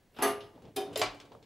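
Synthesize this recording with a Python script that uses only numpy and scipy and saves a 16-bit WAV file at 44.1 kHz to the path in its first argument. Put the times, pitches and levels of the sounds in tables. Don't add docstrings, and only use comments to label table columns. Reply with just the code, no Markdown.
import sys
import numpy as np
from scipy import signal
from scipy.fft import rfft, irfft, next_fast_len
from scipy.io import wavfile
from scipy.ndimage import map_coordinates

SR = 44100
rng = np.random.default_rng(int(sys.argv[2]) if len(sys.argv) > 2 else 0)


def int16_out(signal):
    q = np.round(np.clip(np.atleast_2d(signal).T, -1, 1) * 32767)
    wavfile.write(sys.argv[1], SR, q.astype(np.int16))


def nominal_scale(level):
    x = np.asarray(level, float) / 20
    return 10 ** x


N = 63945

LOW_HZ, HIGH_HZ = 1500, 7000
SIDE_DB, AIR_SIDE_DB = -17, -13

# (frequency [Hz], level [dB])
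PRESSED_COLOUR = [(90, -30), (250, 3.5), (600, 2), (1000, -5), (1500, -11.5), (2500, -2.5), (7500, -8),
                  (11000, 8), (15500, -2.5)]
# (frequency [Hz], level [dB])
RAIL_COLOUR = [(90, -11), (300, -1), (700, 5.5), (1200, 6.5), (1600, 4.5), (2300, 8), (4700, 7),
               (8000, -11.5), (15500, -33)]


def unit(x):
    return x / np.sqrt(np.mean(x ** 2) + 1e-30)


def along(points, hz):
    f, v = np.transpose(points)
    return np.interp(np.log(hz + 1), np.log(f + 1), v)


def over_time(rows):
    return np.interp(np.arange(N) / SR, *np.transpose(rows))


def filtered(x, response):
    m = next_fast_len(x.shape[-1] + 8192)
    spectrum = rfft(x, m) * response(np.fft.rfftfreq(m, 1 / SR))
    return irfft(spectrum, m)[..., :x.shape[-1]]


def wobble(rate):
    knots = rng.standard_normal(int(N * rate / SR) + 4)
    return map_coordinates(knots, [np.arange(N) * rate / SR])


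def noise(spectrum, side_db):
    closed = [(0.83, -120)] + list(spectrum) + [(spectrum[-1][0] * 2.5, -120)]
    mid, side = filtered(rng.standard_normal((2, N)), lambda hz: nominal_scale(along(closed, hz)))
    side = nominal_scale(side_db) * side
    return unit(np.array([mid + side, mid - side]))


def workshop():
    # (frequency [Hz], density [dB per Hz])
    air_colour = [(12, -10), (20, -9), (33, -4), (310, -11), (367, -9.5), (1440, -24.5), (1570, -20.5),
                  (1760, -22.5), (16000, -37)]
    # (frequency [Hz], density [dB per Hz])
    rumble_colour = [(20, -14), (40, 2.5), (70, -39), (105, 11), (170, -5.5), (260, -62)]
    # (time [s], rumble level [dB])
    lean_level = [(0, -86), (.14, -81), (.2, -56.5), (.55, -69), (.9, -62), (1.08, -49), (1.2, -68.5),
                  (1.45, -69)]
    whine_hz = 15720
    whine = nominal_scale(-84 + 2.3 * wobble(15)) * np.sin(2 * np.pi * whine_hz * np.arange(N) / SR)
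    air = nominal_scale(-68) * noise(air_colour, AIR_SIDE_DB)
    rumble = nominal_scale(over_time(lean_level) + 0.44 * wobble(11.0)) * noise(rumble_colour, SIDE_DB)
    return air + rumble + whine


def room(x):
    t60, build_s = 0.6, 0.0092
    t = np.arange(SR // 2) / SR
    tail = rng.standard_normal((2, len(t))) * nominal_scale(-60 * t / t60) * (1 - np.exp(-t / build_s))
    tail = tail[0] + .26 * tail[1] * np.array([[1], [-1]])
    tail = filtered(tail, lambda hz: 1 / (1 + hz / 6000))
    return signal.fftconvolve(x, tail / np.linalg.norm(tail[0]), axes=1)[:, :N]


def rubbing():
    # (time [s], strength [dB])
    rub_level = [(0, -105), (.15, -79.5), (.3, -56.5), (.545, -68), (.565, -62.5), (.69, -59), (.74, -69),
                 (.92, -54.5), (1.2, -74), (1.33, -61.5), (1.45, -71)]
    # (frequency [Hz], density [dB per Hz])
    rub_colour = [(90, 5.5), (250, 3), (450, 4.5), (900, -10), (1500, -23.5), (3500, -23.5), (8000, -42)]
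    # (frequency [Hz], density [dB per Hz])
    swish_colour = [(2500, 2), (5000, -14), (9000, -8), (13000, -2), (15500, -11)]
    swish_s, swish_wide_s = 0.21, 0.065
    bump = np.exp(-((np.arange(N) / SR - swish_s) / swish_wide_s) ** 2)
    swish = nominal_scale(-66) * bump * noise(swish_colour, AIR_SIDE_DB)
    lumps_db = 2.5 * wobble(44.85)
    return nominal_scale(4.5 + over_time(rub_level) + lumps_db) * noise(rub_colour, SIDE_DB) + swish


def steel_field(colour, life):
    # (frequency [Hz], t60 [s])
    steel_t60 = [(200, 0.56), (700, 0.46), (2500, 0.3), (6000, 0.25), (14000, 0.15)]
    # (frequency [Hz], level [dB])
    field_width = [(60, -32), (250, -32), (600, -8), (1500, -9), (5000, -10.5), (9000, -9), (14000, -14.5)]
    hz, t, z = signal.stft(rng.standard_normal((2, SR // 2)), SR, nperseg=256)
    t60 = np.clip(life * along(steel_t60, hz), .02, 1)
    z = z * nominal_scale(along(colour, hz)[:, None] - 60 * t / t60[:, None])
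    z = z * [np.ones((len(hz), 1)), nominal_scale(along(field_width, hz))[:, None]]
    mid, side = signal.istft(z, SR, nperseg=256)[1][:, :SR // 2]
    return np.array([mid + side, mid - side])


def bands(x):
    def low(hz):
        return 1 / (1 + (hz / LOW_HZ) ** 6)

    def high(hz):
        return 1 / (1 + (HIGH_HZ / (hz + 1)) ** 12)

    def body(hz):
        return low(hz) / (1 + (170 / (hz + 1)) ** 6)

    parts = [filtered(x, f) for f in (body, lambda hz: 1 - low(hz) - high(hz), high)]
    return [p / np.abs(p).max() for p in parts]


def clear_mode(t, start_s, hz, db, t60, turn, swell_s):
    swell = (1 - np.exp(-t / swell_s)) ** 2
    flutter = np.interp(t * (25 + hz / 40), np.arange(256), rng.standard_normal(256))
    flutter_db = 3 * min(hz / 900, 1) * flutter
    phase = 2 * np.pi * (hz * (t + start_s) + turn) + flutter * min(hz / 2500, 1.3)
    return swell * nominal_scale(db - 60 * t / t60 + flutter_db) * np.sin(phase)


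def struck(events, modes, colour, clear_db, dense_db, crack_db, thud_db, swell_cycles, life, order=2):
    out, t = np.zeros((2, N + SR)), np.arange(SR // 2) / SR
    turns, leans = rng.random(len(modes)), rng.uniform(-0.69, 1, len(modes))
    for s, mid_db, low_db, high_db, contact in events:
        contact = np.clip(contact, .0005, .04)
        force = (t / contact) ** order * np.exp(-4 * t / contact)
        push = rng.standard_normal(2048) * force[:2048]
        fed = np.sqrt(np.cumsum(force ** 2))
        levels = nominal_scale(np.array([low_db, mid_db, high_db]))

        dense = bands(steel_field(colour, life) * fed)
        dense_gains = levels * nominal_scale(np.array(dense_db)[[0, 1, 1]])
        sound = sum(g * b for g, b in zip(dense_gains, dense))

        rough = push * (1 + .2 * rng.standard_normal((2, 2048)))
        dry_crack = bands(filtered(rough, lambda hz: nominal_scale(along(colour, hz))))
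        crack_gains = levels * nominal_scale([thud_db, crack_db, crack_db])
        sound[:, :2048] += sum(g * b for g, b in zip(crack_gains, dry_crack))

        start = round((s - order * contact / 8) * SR)
        for (hz, db, t60), turn, lean in zip(modes, turns, leans):
            t60 = min(t60, life * (.43 if hz < 1000 else .27))
            ring = clear_mode(t, start / SR, hz, db, t60, turn, swell_cycles / hz + contact / 2)
            gain = levels[np.searchsorted([LOW_HZ, HIGH_HZ], hz)] * nominal_scale(clear_db[int(hz > 2500)])
            sound += gain * ring * (1 + nominal_scale(SIDE_DB) * lean * np.array([[1], [-1]]))
        out[:, start:][:, :len(t)] += sound
    return out[:, :N]


def forearm_settle():
    # (time [s], mid level [dB], low level [dB], high level [dB], contact [s])
    settle_events = [
        (.862, -72, -42.5, -90, 0.022),
        (1.10, -63, -49.5, -86, 0.0197),
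    ]
    # (frequency [Hz], level [dB], t60 [s])
    panel_modes = [(157, -11, 0.2), (288, 2.5, 0.51)]
    return struck(settle_events, panel_modes, PRESSED_COLOUR, clear_db=(-1.5, 0), dense_db=(-12, -12),
                  crack_db=-20, thud_db=-22, swell_cycles=1.9, life=2.1)


def wire_ticks():
    # (time [s], mid level [dB], low level [dB], high level [dB], contact [s])
    tick_events = [(.577, -66, -46, -80, 0.0086), (.621, -55.5, -85, -62, 0.0078),
                   (.653, -52.5, -50.5, -94, 0.004), (1.146, -52, -74, -52, 0.0021),
                   (1.2008, -37, -60, -50.5, 0.0026), (1.212, -47, -62, -62, 0.0142),
                   (1.253, -52, -51, -60, 0.0154), (1.319, -48, -40.5, -73, 0.0137),
                   (1.331, -72, -49, -61, 0.0115), (1.351, -65, -39.5, -64.5, 0.0061),
                   (1.427, -48.5, -66, -63.5, 0.004)]
    # (frequency [Hz], level [dB], t60 [s])
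    plastic_modes = [(566, 1, 0.052), (3500, -2.5, 0.024), (5440, -2, 0.02)]
    # (frequency [Hz], level [dB])
    plastic_colour = [(150, -52), (450, 23.5), (900, 13), (2000, -7), (3300, -3), (7500, -14.5),
                      (15500, -31.5)]
    return struck(tick_events, plastic_modes, plastic_colour, clear_db=(-8, -6), dense_db=(-8, -8),
                  crack_db=-5, thud_db=-2.5, swell_cycles=1, life=0.61, order=.5)


def clamp_lever():
    # (time [s], mid level [dB], low level [dB], high level [dB], contact [s])
    lever_events = [
        (.9582, -31, -34.5, -35, 0.00356),
    ]
    # (frequency [Hz], level [dB], t60 [s])
    lever_modes = [(658, 2.5, 0.1), (564, 15.5, 0.033), (3050, 7, 0.051), (3710, 16.5, 0.028),
                   (5004, 5, 0.064)]
    return struck(lever_events, lever_modes, RAIL_COLOUR, clear_db=(-1, -8), dense_db=(-4, -5.5),
                  crack_db=1.5, thud_db=-34, swell_cycles=0.12, life=0.6)


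def clamp_snap():
    # (time [s], mid level [dB], low level [dB], high level [dB], contact [s])
    snap_events = [
        (1.0158, -23.5, -22.5, -33, 0.0032),
        (1.032, -64, -32, -41.5, .006),
        (1.043, -40.5, -42.5, -61, 0.0026),
        (1.060, -35, -49, -71, .008),
    ]
    # (frequency [Hz], level [dB], t60 [s])
    rail_modes = [(298, -15.5, 0.46), (409, -5, 0.16), (591, 1.5, 0.092), (634, 5, 0.077), (737, 1.5, 0.1),
                  (858, -3.5, 0.056), (1125, -1, 0.14), (1347, -9, 0.14),
                  (2030, -4, 0.14), (2207, -12, 0.057), (2330, 3.5, 0.11), (2486, -12, .2),
                 (2820, -4.5, 0.13), (4231, -23, 0.071), (4720, -7, 0.19), (6920, 4, 0.018)]
    return struck(snap_events, rail_modes, RAIL_COLOUR, clear_db=(-7, -9), dense_db=(-3, -1.5),
                  crack_db=2, thud_db=0.5, swell_cycles=0.31, life=0.8)


def hand_press():
    # (time [s], mid level [dB], low level [dB], high level [dB], contact [s])
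    press_events = [
        (.961, -34, -35, -60, 0.00503),
        (.974, -30.5, -38, -28.5, 0.0064),
        (.994, -31.5, -31.5, -34, 0.00444),
        (1.004, -54, -63, -53, 0.0036),
    ]
    # (frequency [Hz], level [dB], t60 [s])
    palm_modes = [(293, -2.5, 0.13), (363.4, -4.5, 0.21), (430, 8.5, 0.11), (715, -4, 0.13),
                  (1920, -11.5, 0.11), (2220, -14, 0.09), (2750, -6.5, 0.14), (3145, -5.5, 0.14),
                  (4020, 3, 0.072), (5150, -4, 0.12), (7340, 1.5, 0.11), (9600, -20, 0.038)]
    return struck(press_events, palm_modes, PRESSED_COLOUR, clear_db=(-4, -12), dense_db=(-5, -5),
                  crack_db=0, thud_db=-18, swell_cycles=0.46, life=0.96)


def cable_scrape():
    # (time [s], mid level [dB], low level [dB], high level [dB], contact [s])
    scrape_events = [
        (.146, -59, -55, -78, 0.011),
        (.165, -46.5, -42, -80, 0.017),
        (.188, -42.5, -27, -50.5, 0.002),
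        (.205, -51, -30.5, -66, 0.0088),
        (.216, -39, -27, -64, .005),
        (.406, -42, -55, -72, 0.0043),
        (.929, -46, -42.5, -53, 0.0156),
    ]
    # (frequency [Hz], level [dB], t60 [s])
    scrape_modes = [(266, 0, 0.12), (366, -8.5, .15), (860, 1.5, 0.074), (1056, -18, 0.039),
                    (2880, 3.5, 0.074), (3600, -9, .12), (4410, -10, 0.059), (5110, -4.5, 0.23)]
    # (frequency [Hz], level [dB])
    scrape_colour = [(90, -10.5), (250, -3), (600, -4.5), (1100, -6), (1800, -5), (3000, 15.5), (5000, 4.5),
                     (15500, -20)]
    return struck(scrape_events, scrape_modes, scrape_colour, clear_db=(-12, -12), dense_db=(-3, -3),
                  crack_db=-7.5, thud_db=-7, swell_cycles=0.36, life=1.0, order=1)


def corner_knock():
    # (time [s], mid level [dB], low level [dB], high level [dB], contact [s])
    knock_events = [
        (.763, -29, -25.5, -30, 0.012),
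    ]
    # (frequency [Hz], level [dB], t60 [s])
    corner_modes = [(270, -2, 0.2), (285.3, 0, 0.18), (362, -2, 0.33), (404, 8, 0.28), (509, -11, 0.06),
                    (668, -8, 0.37), (760, -2, 0.31), (1690, -11, 0.24), (2455, -10, 0.24),
                    (3080, -3, 0.25), (3650, -3, 0.3), (5035, -3.5, 0.21), (6000, -10, 0.25),
                   (7240, 4.5, 0.049), (10300, 11, 0.041)]
    # (frequency [Hz], level [dB])
    corner_colour = [(90, -28), (300, 5), (1000, -5.5), (1450, -6.5), (3500, 5), (7500, -6.5), (11000, 1.5),
                     (15500, -10.5)]
    return struck(knock_events, corner_modes, corner_colour, clear_db=(-5, -10),
                  dense_db=(-8, -7), crack_db=-2.5, thud_db=-53, swell_cycles=2.6, life=1.27)


def wall_slap():
    # (time [s], mid level [dB], low level [dB], high level [dB], contact [s])
    slap_events = [
        (.223, -24.5, -20.5, -23.5, 0.0069),
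        (.235, -32.5, -35.5, -39, 0.0064),
        (.250, -33, -25, -35.5, .006),
        (.271, -33, -29.5, -35, 0.0077),
        (.300, -40.5, -48, -45, 0.0096),
    ]
    # (frequency [Hz], level [dB], t60 [s])
    wall_modes = [(222, -12, 0.25), (271.3, -0.5, 0.206), (368.3, -5, 0.28), (410.4, 0.5, 0.35),
                  (539, -14, 0.38), (677, 2, 0.23), (754, -4.5, 0.27), (861, -9.5, 0.32), (938, -8, 0.21),
                  (1056, -7, 0.3), (1191.4, -1.5, 0.35), (1250, -3, 0.17), (1660, 5.5, 0.077), (1940, 4, 0.1),
                  (2837, 0.5, 0.53), (2840, -6.5, 0.17), (4500, 2.5, 0.13), (6215, 6.5, 0.091),
                 (7770, 2, 0.12), (3565, -3.5, 0.16), (10300, 0.5, 0.2), (10920, 5, 0.048)]
    # (frequency [Hz], level [dB])
    wall_colour = [(90, -49.5), (200, -6), (400, 19.5), (1000, 13), (2500, 0.5), (5000, -7), (7500, -7.5),
                   (11000, 14.5), (15500, -9)]
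    return struck(slap_events, wall_modes, wall_colour, clear_db=(-9, -15),
                  dense_db=(-9, -0.04), crack_db=-5, thud_db=-6.0, swell_cycles=0.52, life=1.01)


def scene():
    hits = forearm_settle() + wire_ticks() + clamp_lever() + clamp_snap()
    hits = hits + hand_press() + cable_scrape() + corner_knock() + wall_slap()
    return hits + nominal_scale(-21.5) * room(hits) + rubbing() + workshop()


def band_limit(x):
    return signal.sosfilt(signal.butter(12, 16760, fs=SR, output="sos"), x)


def record(dry):
    top_hz, steepness = 15850, 70
    mix = filtered(dry, lambda hz: 1 / (1 + (hz / top_hz) ** steepness))
    return band_limit(mix)


dry = scene()
out = record(dry)
int16_out(out)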